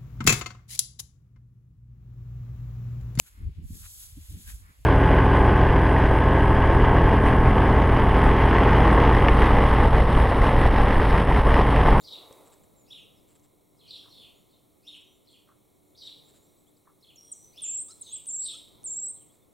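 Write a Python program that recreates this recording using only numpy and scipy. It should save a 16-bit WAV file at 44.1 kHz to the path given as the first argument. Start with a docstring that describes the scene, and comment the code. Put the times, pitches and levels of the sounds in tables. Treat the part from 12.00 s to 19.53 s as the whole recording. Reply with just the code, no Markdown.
"""A sparrow chirps among the houses as a rush of air swells, with a dull knock and the snap of a bill.
Near the microphone a starling sings on a roof: soft thin notes, clicks and rasps, then loud wavering
whistles near 8 kHz, toned by the membranes of its syrinx. Farther off the sparrows go on in two hoarse
voices and a distant bird gives three low clucks. The walls return every note over a faint rumble."""
import sys
import numpy as np
from scipy import signal
from scipy.fft import rfft, irfft, next_fast_len
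from scipy.io import wavfile
from scipy.ndimage import uniform_filter1d

SR = 44100
rng = np.random.default_rng(int(sys.argv[2]) if len(sys.argv) > 2 else 0)


def unload_audio(sound):
    """Save the sound as a 16-bit wav file, at the path given as the first command line argument."""
    columns = np.transpose(np.atleast_2d(sound))
    # keep every value between -1 and 1, then stretch to whole-number steps
    steps = np.round(np.clip(columns, -1, 1) * 32767)
    wavfile.write(sys.argv[1], SR, steps.astype(np.int16))


N = 332073
TIME = np.arange(N) / SR


def from_db(db):
    """Decibels to gain."""
    return 10 ** (np.asarray(db) / 20)


def rms_one(x):
    """Scale to unit power."""
    return x / np.sqrt(np.mean(x ** 2) + 1e-20)


def add(track, s, sound):
    """Mix a sound into a track, s seconds in."""
    start = int(np.clip(round(s * SR), 0, N))
    track[start:start + len(sound)] += sound[:N - start]


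def at_hz(points, size):
    """A (frequency, value) curve read on the frequency grid of a sound of this size."""
    hz, value = np.transpose(points)
    return np.interp(np.log(np.fft.rfftfreq(size, 1 / SR) + 1), np.log(hz), value)


def coloured(x, colour):
    """Pass a sound through a (frequency [Hz], gain [dB]) response."""
    size = next_fast_len(N + SR // 10)
    return irfft(rfft(x, size) * from_db(at_hz(colour, size)), size)[:N]


def noise(colour):
    """Mono noise of a given colour, at unit power."""
    return rms_one(coloured(rng.standard_normal(N), colour))


def waver(size, per_s):
    """Random unsteadiness of spread about 1."""
    return np.interp(np.arange(size) * min(per_s / SR, 1), np.arange(size + 1), rng.standard_normal(size + 1))


# how alike the air is at the two microphones: (frequency [Hz], left-right correlation [-1..1])
LIKENESS = [(30, -0.41), (150, -0.14), (400, 0.024), (900, -0.42), (2000, 0.68), (4000, 0.99),
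            (15000, 0.98)]
def wide_noise(colour):
    """Noise from all around, alike at both microphones only in the treble."""
    size = next_fast_len(N)
    mid, side = rfft(rng.standard_normal((2, size))) * from_db(at_hz(colour, size))
    alike = np.clip(at_hz(LIKENESS, size), -.99, .99)
    pair = irfft(np.sqrt(1 + alike) * mid + np.sqrt(1 - alike) * side * [[1], [-1]], size)[:, :N]
    return pair / np.std(pair.mean(axis=0))


# rise and fall of the outdoor air: (time [s], rumble and rush gain [dB], hiss gain [dB])
AIR = [(0.0, -67, -70), (0.36, -69.5, -69), (0.69, -67.5, -75.5), (1.26, -68.5, -75.5), (1.49, -70, -77.5),
       (1.72, -71.5, -78), (1.91, -68.5, -74.5), (2.2, -67, -73), (2.56, -71, -77), (3.8, -71.5, -77),
       (4.26, -68, -74), (4.86, -73, -77.5), (5.56, -69.5, -72.5), (6.56, -69, -71.5), (6.8, -66, -75.5),
       (7.07, -67, -74), (7.34, -69.5, -75.5), (7.53, -71, -78.5)]
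# spectra of its three layers: (frequency [Hz], relative density [dB])
RUMBLE = [(25, -6), (60, -3.5), (110, 1), (200, -2), (300, -3), (450, -6), (700, -12), (1000, -29),
          (1600, -52)]
RUSH = [(150, -39), (280, -3.5), (450, 2.5), (800, -1.5), (1050, -3.5), (1300, -9.5), (1600, -22),
        (2200, -15.5), (3000, -28.5)]
HISS = [(1200, -20), (1600, -10.5), (2300, -1.5), (2800, -6.5), (3400, 2.5), (4000, 6), (5000, -11),
        (6300, -0.5), (7400, 2.5), (9000, 4), (12000, 3), (16000, 2)]
def air():
    """The bed of the place: far rumble with a soft rush above it, and an even hiss."""
    s, *levels = np.transpose(AIR)
    far_gain, hiss_gain = [from_db(np.interp(TIME, s, db)) for db in levels]
    far = from_db(2) * wide_noise(RUMBLE) + from_db(-2) * wide_noise(RUSH)
    return far_gain * far + hiss_gain * from_db(6) * wide_noise(HISS)


def swell(start_s=.01, attack_s=.19, hold_s=.21, t60_s=1.0, level_db=-56):
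    """A rush of air from straight ahead grows, holds and dies away."""
    attack = np.clip((TIME - start_s) / attack_s, 0, 1)
    released_s = np.maximum(TIME - start_s - attack_s - hold_s, 0)
    return attack * from_db(level_db - 60 * released_s / t60_s) * noise(RUSH)


# faint steady whines in the background: (frequency [Hz], width [Hz], level [dB])
WHINES = [(297.6, 12, -73.5), (374.7, 14, -78), (2178, 140, -91), (5570, 160, -90.5), (7940, 230, -93)]
def whines():
    """Narrow bands of noise hang in the air; only the high ones are alike at both microphones."""
    out = np.zeros((2, N))
    for hz, width_hz, db in WHINES:
        alike = np.interp(hz, *np.transpose(LIKENESS))
        carrier = np.exp(2j * np.pi * hz * TIME)
        mid, side = [((waver(N, width_hz) + 1j * waver(N, width_hz)) * carrier).real for _ in range(2)]
        out += from_db(db) * (np.sqrt(1 + alike) * mid + np.sqrt(1 - alike) * side * [[1], [-1]])
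    return out


# a soft dull knock near the microphone: (time [s], level [dB])
KNOCKS = [(.310, -41)]
# its resonances: (frequency [Hz], relative level [dB], time to fall 60 dB [s])
KNOCK_MODES = [(514, 2.5, .02), (900, -4, .015)]
def knock():
    """The knock rings two quickly damped modes."""
    t = TIME[:SR // 10]
    ring = sum(from_db(db - 60 * t / t60) * np.sin(2 * np.pi * hz * t) for hz, db, t60 in KNOCK_MODES)
    out = np.zeros(N)
    for s, db in KNOCKS:
        add(out, s, from_db(db) * ring)
    return out


def houses(x, first_s, build_s, t60, late_db, late_t60, width):
    """Roofs and walls scatter a sound back to the microphone: a dense early cloud, a faint long tail."""
    t = np.maximum(TIME[:SR] - first_s, 0)
    decay = from_db(-60 * t / t60) + from_db(late_db - 60 * t / late_t60)
    fade = (1 - np.exp(-t / build_s)) * decay
    mid, side = rng.standard_normal((2, SR)) * fade / np.sqrt(np.sum(fade ** 2))
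    return signal.fftconvolve(x[None], mid + width * side * [[1], [-1]], axes=1)[:, :N]


def flutter(size, width_hz=675):
    """Fast band-limited tremor of a bird's membranes, spread 1."""
    lowpass = signal.butter(6, width_hz, fs=SR, output="sos")
    return rms_one(signal.sosfilt(lowpass, rng.standard_normal(size + SR // 50))[-size:])


def syrinx(gesture, jitter, shimmer_db, waver_per_s, harmonics=((1, 0),), hoarse=0):
    """An unsteady membrane tone along (time [s], pitch [Hz], level [dB]); hoarseness breaks it up."""
    s, hz, db = np.transpose(gesture)
    s = np.maximum.accumulate(s - s[0])
    t = np.arange(max(int(s[-1] * SR), 200)) / SR
    pitch = uniform_filter1d(np.interp(t, s, hz), size=180) * (1 + jitter * waver(len(t), waver_per_s))
    level = from_db(np.interp(t, s, db) + shimmer_db * waver(len(t), waver_per_s))
    level *= (1 + hoarse * flutter(len(t))) / np.sqrt(1 + hoarse ** 2)
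    edges = np.clip(np.minimum(t, t[-1] - t) / .00035, 0, 1)
    phase = 2 * np.pi * np.cumsum(pitch) / SR
    tone = sum(from_db(partial_db) * np.sin(k * phase) for k, partial_db in harmonics)
    return np.sqrt(2) * level * edges * tone


# clucks from far off: (time [s], level [dB])
CLUCKS = [(2.04, -66.5), (3.475, -66.5), (4.855, -68.5)]
# one cluck: (time into it [s], pitch [Hz], relative level [dB])
CLUCK = [(0, 1368, -2), (.01, 1426, -13), (.017, 1114, 5.5), (.028, 1115, 3), (.036, 1354, -13),
         (.046, 1070, 7.5), (.056, 1200, -32)]
def distant_bird():
    """Low rough clucks reach the microphone with a short echo."""
    clucks = np.zeros(N)
    for s, db in CLUCKS:
        cluck = syrinx(CLUCK, jitter=.095, shimmer_db=3.5, waver_per_s=559, hoarse=.43)
        add(clucks, s, from_db(db) * cluck)
    echoes = houses(clucks, first_s=.0016, build_s=.0031, t60=.15, late_db=-16, late_t60=.6, width=.23)
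    return clucks + from_db(-5) * echoes


# a sparrow's lower voice: (time into the syllable [s], pitch [Hz], relative level [dB])
CHIRP = [(0, 4300, -14), (.012, 4810, -7), (.03, 4310, -12.5), (.048, 3790, 0), (.078, 3820, -17),
         (.086, 3674, -3.5), (.098, 3836, 1.5), (.11, 3260, -7.5), (.122, 2580, -11)]
CHIP = [(0, 4270, -5), (.02, 4900, -12), (.03, 4218, 2.5), (.05, 3650, -6.5), (.063, 3850, 3),
        (.08, 3326, -6), (.09, 3206, -6.5), (.105, 2440, -25)]
CHEEP = [(0, 2404, -27), (.028, 2900, -24), (.043, 3426, -2), (.058, 3768, -2), (.069, 3200, -6),
         (.077, 2560, -20), (.1, 3350, -6), (.116, 3010, -5.5), (.14, 2430, -13.5)]
CHIRRUP = [(0, 3913, -5), (.014, 4350, -2.5), (.022, 3430, -1.5), (.034, 3190, -4), (.044, 3633, -8),
           (.052, 3056, -6.5), (.072, 3406, -0.5), (.085, 3000, 1.5), (.11, 2230, -11.5)]
# the upper voice, from the other side of the syrinx, sets in first: same columns
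CHIRP_UPPER = [(-.028, 3580, -24), (-.012, 4000, -20), (-.002, 5940, -19.5), (.02, 5500, -19.5),
               (0.032, 5500, -17), (0.061, 5200, -25), (0.095, 5550, -16), (.115, 4900, -44)]
CHEEP_UPPER = [(-.012, 4090, -26), (.004, 4900, -28), (0.018, 5200, -23), (.035, 5420, -13.5),
               (.06, 5200, -42), (.1, 5010, -34)]
CHIRRUP_UPPER = [(-.025, 4600, -24), (-.01, 5530, -10), (.01, 4890, -28), (.04, 4300, -22),
                 (0.071, 4110, -7)]
# syllables by name: (lower voice, upper voice, hoarseness [0-1])
SYLLABLES = {"chirp": (CHIRP, CHIRP_UPPER, 0.642), "chip": (CHIP, CHIRP_UPPER, 0.53),
             "cheep": (CHEEP, CHEEP_UPPER, 0.38), "chirrup": (CHIRRUP, CHIRRUP_UPPER, 0.32)}
# response of the throat: (frequency [Hz], gain [dB])
SPARROW_THROAT = [(1700, -10.5), (2400, -1.5), (3000, -1), (3700, 1.5), (4600, -1), (5400, -1),
                  (6200, -5.5), (7500, 9.5), (10500, 7.5), (14000, -15)]
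# calls among the houses: (time [s], syllable, level [dB], stretch [x], pitch [x], echo gain [dB])
SPARROW_CALLS = [(.037, "chirp", -44, 0.99, 1.015, 1), (.874, "cheep", -45.5, 0.88, 1.013, 0.5),
                 (1.792, "chirrup", -61, 0.91, 0.99, 2), (1.878, "chip", -47.5, 1.02, 0.98, 2),
                 (2.105, "chirrup", -58.5, 1.4, 1.047, 6), (2.49, "chip", -72.5, 0.82, 0.98, 2),
                 (2.835, "cheep", -45.5, 0.96, 1.012, 0), (3.272, "chirrup", -61.5, 0.88, 1.016, 1.5),
                 (3.976, "chirp", -45.5, 1.0, 1.014, 1), (5.025, "chirrup", -60, 0.93, 1.01, -2),
                 (5.541, "cheep", -43.5, 0.93, 0.99, -1.5), (6.02, "chip", -57, 1.6, 0.89, 4),
                 (6.424, "chip", -45, 1.044, 0.99, 3), (7.15, "chirrup", -71.5, 0.87, 0.98, -4)]
def sparrows(upper_hoarse=.836):
    """Hoarse two-voiced chirps, far enough off to arrive with about as much echo as direct sound."""
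    direct, scattered = np.zeros((2, N))
    for s, name, db, stretch, pitch, echo_db in SPARROW_CALLS:
        lower, upper, lower_hoarse = SYLLABLES[name]
        for voice, hoarse in (lower, lower_hoarse), (upper, upper_hoarse):
            gesture = np.array(voice) * [stretch, pitch, 1] + [0, 0, db]
            call = syrinx(gesture, jitter=.0452 * hoarse, shimmer_db=2.5, waver_per_s=500,
                          harmonics=[(1, -.5), (2, -33), (3, -29)], hoarse=hoarse)
            onset_s = s + gesture[0, 0]
            add(direct, onset_s, call)
            add(scattered, onset_s, call * from_db(echo_db))
    echoes = houses(coloured(scattered, SPARROW_THROAT),
                    first_s=.00097, build_s=.012, t60=.42, late_db=-24.5, late_t60=1.8, width=.15)
    return coloured(direct, SPARROW_THROAT) + echoes


# the starling's bill clicks, close by: (time [s], level [dB])
CLICKS = [(.327, -40), (1.397, -51.5), (5.459, -53), (5.609, -45), (6.259, -44), (6.8331, -47)]
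# its throat rasps: (time [s], length [s], level [dB])
RASPS = [(0.45, 0.044, -63.5), (0.515, 0.037, -60.5), (0.629, 0.021, -66.5), (1.27, 0.075, -68.5),
         (1.347, 0.026, -64.5), (1.429, 0.037, -68), (2.958, 0.025, -65), (3.005, 0.022, -67),
         (4.01, .12, -66), (4.272, .051, -65.5), (4.331, 0.063, -65), (5.885, 0.051, -70),
         (7.32, 0.061, -73)]
# their spectra: (frequency [Hz], relative level [dB])
CLICK_COLOUR = [(500, -33), (1500, -14), (2500, 1.5), (4000, -9), (6500, 14.5), (9000, 4), (11000, -26),
                (16000, -28)]
RASP_COLOUR = [(4000, -7.5), (6300, -15), (7500, 4), (8600, -3), (10000, -19), (14000, -36)]
def starling_clicks_and_rasps(click_t60_s=.0049, pulse_hz=170, pulse_depth=.49):
    """Sharp snaps of the bill, and short rasps of pulsed hiss from the throat."""
    snaps, rasps = np.zeros((2, N))
    for s, db in CLICKS:
        add(snaps, s, from_db(db - 60 * TIME[:SR // 20] / click_t60_s))
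    for s, length, db in RASPS:
        t = TIME[:int(length * SR)]
        pulses = 1 + pulse_depth * np.sin(2 * np.pi * pulse_hz * t)
        add(rasps, s, from_db(db) * np.sqrt(np.hanning(len(t))) * pulses)
    return snaps * noise(CLICK_COLOUR) + rasps * noise(RASP_COLOUR)


def arch(length, start_hz, end_hz, db, ends_db=-5):
    """The gesture of a simple glide, strongest in the middle."""
    middle_hz = (start_hz + end_hz) / 2
    return [(0, start_hz, db + ends_db), (length / 2, middle_hz, db), (length, end_hz, db + ends_db)]


def murmurs(count=5, span_s=(1, 5.4), length_s=.073, centre_hz=7100, spread_hz=500, glide_hz=302, db=-76):
    """Faint glides at random times and pitches, as rows like those of the soft notes."""
    times = rng.uniform(*span_s, count)
    pitches = rng.normal(centre_hz, spread_hz, count)
    return [(s, length_s, hz, hz + rng.normal(0, glide_hz), db) for s, hz in zip(times, pitches)]


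# quiet notes from the roof: (time [s], length [s], start pitch [Hz], end pitch [Hz], level [dB])
SOFT_NOTES = [(0.0, .038, 7350, 6900, -65), (.762, 0.057, 7500, 7050, -66.5),
              (0.808, .065, 7050, 6650, -73), (.955, .09, 7350, 6000, -75), (1.15, .055, 5900, 4750, -78),
              (3.04, .018, 7150, 5900, -78), (3.06, 0.1, 5830, 5860, -77), (3.819, 0.13, 7320, 7180, -84),
              (4.44, .11, 5700, 5800, -82), (4.504, .05, 8020, 8600, -77), (3.304, .03, 7600, 9200, -69.5),
              (3.39, 0.016, 8600, 6900, -70), (4.17, .046, 7700, 8180, -73.5),
              (4.24, .054, 7150, 7600, -72), (4.422, .047, 7600, 7450, -69), (4.571, 0.05, 7950, 7720, -72),
              (4.671, 0.025, 7000, 8350, -70), (4.667, 0.028, 3130, 3630, -71.5),
              (4.764, .015, 5500, 3620, -74), (4.767, .021, 7780, 7640, -72),
              (5.905, 0.017, 4380, 6200, -54), (5.908, 0.027, 4150, 4090, -55.5),
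              (7.164, 0.015, 3950, 4300, -74), (7.293, .027, 3220, 3480, -70.5),
              (7.418, .024, 3700, 3450, -73.5)]
NASAL_NOTES = [(5.882, .045, 1186, 1390, -55.5), (6.536, 0.027, 1163, 1370, -54.5)]
# partials of a nasal note: (multiple of the pitch [x], relative level [dB])
NASAL_HARMONICS = [(1, -9), (3, -7.5), (4, -10.5), (5, -6), (6, -11), (7, -5)]
def starling_soft_notes():
    """The syrinx slides through thin pure notes and two low nasal ones, rich in harmonics."""
    out = np.zeros(N)
    for s, *note in SOFT_NOTES + murmurs():
        add(out, s, syrinx(arch(*note), jitter=.005, shimmer_db=1.5, waver_per_s=540))
    for s, *note in NASAL_NOTES:
        add(out, s, syrinx(arch(*note), jitter=.026, shimmer_db=-.5, waver_per_s=511,
                           harmonics=NASAL_HARMONICS, hoarse=.1))
    return out


# the starling's held low whistle: (time [s], pitch [Hz], level [dB])
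HELD_NOTE = [(5.158, 7400, -57.5), (5.175, 5470, -58), (5.185, 5550, -56), (5.249, 5690, -59),
             (5.319, 5730, -63), (5.469, 6000, -59), (5.54, 6000, -68)]
def starling_held_note():
    """One side of the syrinx holds a buzzy note with a faint octave."""
    note = syrinx(HELD_NOTE, jitter=.0111, shimmer_db=4, waver_per_s=440,
                  harmonics=[(1, -1.5), (2, -22)], hoarse=.072)
    out = np.zeros(N)
    add(out, HELD_NOTE[0][0], note)
    return out


def starling_trill(start_s=5.19, length_s=.2, centre_hz=8600, swing_hz=450, trill_hz=76, level_db=-63):
    """The other side trills above the held note; at each crest the two beat to a low tick."""
    t = TIME[:int(length_s * SR)]
    swing = np.sin(2 * np.pi * trill_hz * t)
    pitch = centre_hz + swing_hz * swing
    held_s, held_hz, _ = np.transpose(HELD_NOTE)
    beat_hz = pitch - np.interp(start_s + t, held_s, held_hz)
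    trill, beat = np.sin(2 * np.pi * np.cumsum([pitch, beat_hz], axis=1) / SR)
    ticks = from_db(-3) * np.maximum(swing, 0) ** 2 * beat
    out = np.zeros(N)
    add(out, start_s, from_db(level_db) * np.sqrt(2 * np.hanning(len(t))) * (trill + ticks))
    return out


def glide(s, length, start_hz, end_hz, db, bend, best_hz=7660, loss_db_per_khz=4):
    """The gesture of a sweep that starts fast and flattens out, loudest at the voice's best pitch."""
    share = np.linspace(0, 1, 9)
    hz = end_hz + (start_hz - end_hz) * (1 - share) ** bend
    off_khz = np.abs(hz - best_hz) / 1000
    return list(zip(s + length * share, hz, db - loss_db_per_khz * off_khz))


# one wobble, a shelf then a crest: (share of its length [0-1], height above trough [Hz], gain [dB])
WOBBLE = [(0, 0, -0.5), (.2, 286, -6), (.48, 281, 0.5), (.76, 698.5, 1)]
def long_whistle(wobbles, trough_hz, db, top_hz=9370, climb_hz=100.5, end_hz=8610):
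    """The gesture of a long whistle: dive to the trough, wobble a little higher each time, rise."""
    dive_s, first_wobble_s, wobble_s, rise_s = .042, .054, .0635, .053
    gesture = glide(0, dive_s, top_hz, trough_hz, db, bend=1.5)
    s = dive_s
    for k in range(wobbles):
        length = wobble_s if k else first_wobble_s
        gesture += [(s + share * length, trough_hz + hz, db + step_db) for share, hz, step_db in WOBBLE]
        s += length
        trough_hz += climb_hz
    return gesture + glide(s, rise_s, trough_hz, end_hz, db, bend=1.8)


# long whistles from the roof: (time [s], wobbles [count], first trough [Hz], level [dB])
WHISTLES = [(5.619, 2, 7010, -32.5), (6.268, 2, 7150, -32.5), (6.841, 3, 7090, -33.5)]
# short dives that fade as they fall: (time [s], level [dB])
DIVES = [(5.316, -37.5), (6.011, -39)]
# one dive: (time into it [s], pitch [Hz], relative level [dB])
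DIVE = [(0, 9100, -4.5), (.006, 8300, 1), (0.013, 7660, 0.5), (.023, 6620, -17.5), (.037, 6180, -23)]
# a soft low whistle that leaps into a loud hook: (time [s], pitch [Hz], level [dB])
HOOK = [(6.048, 6500, -69), (6.09, 6300, -57), (6.116, 6650, -52), (6.134, 8420, -34.5),
        (6.146, 8340, -35.5), (6.166, 7290, -38.5), (6.18, 8140, -46)]
def starling_whistles():
    """The loudest song at the microphone: the syrinx sweeps a nearly pure tone up and down."""
    gestures = [(s, long_whistle(*shape)) for s, *shape in WHISTLES]
    gestures += [(s, np.array(DIVE) + [0, 0, db]) for s, db in DIVES]
    gestures.append((HOOK[0][0], HOOK))
    out = np.zeros(N)
    for s, gesture in gestures:
        add(out, s, syrinx(gesture, jitter=.0056, shimmer_db=.5, waver_per_s=500, hoarse=.11))
    return out


def scene():
    """From among the houses: the starling near and a little to the right, other birds and air beyond."""
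    song = starling_whistles() + starling_held_note() + starling_trill()
    song += starling_soft_notes() + starling_clicks_and_rasps()
    echoes = houses(song, first_s=.0067, build_s=.017, t60=.46, late_db=-47, late_t60=1.2, width=.065)
    pan = from_db([[-.23], [.23]])
    starling = pan * (song + from_db(-11) * echoes)
    return starling + distant_bird() + sparrows() + air() + swell() + whines() + knock()


def width_control(x, neutral_db=-56.5, db_per_db=.26, window_s=.03):
    """The recorder's gain on the side channel: narrow in quiet moments, wide under loud song."""
    mid, side = (x[0] + x[1]) / 2, (x[0] - x[1]) / 2
    power = np.abs(uniform_filter1d(mid ** 2, int(window_s * SR)))
    level_db = 10 * np.log10(power + 1e-12)
    return mid + side * from_db(db_per_db * (level_db - neutral_db)) * [[1], [-1]]


def record(dry):
    """Behind the microphones, the stereo width follows the level and the top is cut steeply."""
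    cutoff_hz, edge_hz = 15900, 100
    size = next_fast_len(N + SR // 10)
    passband = np.clip((cutoff_hz - np.fft.rfftfreq(size, 1 / SR)) / edge_hz + .5, 0, 1)
    return irfft(rfft(width_control(dry), size) * passband, size)[:, :N]


dry = scene()
out = record(dry)
unload_audio(out)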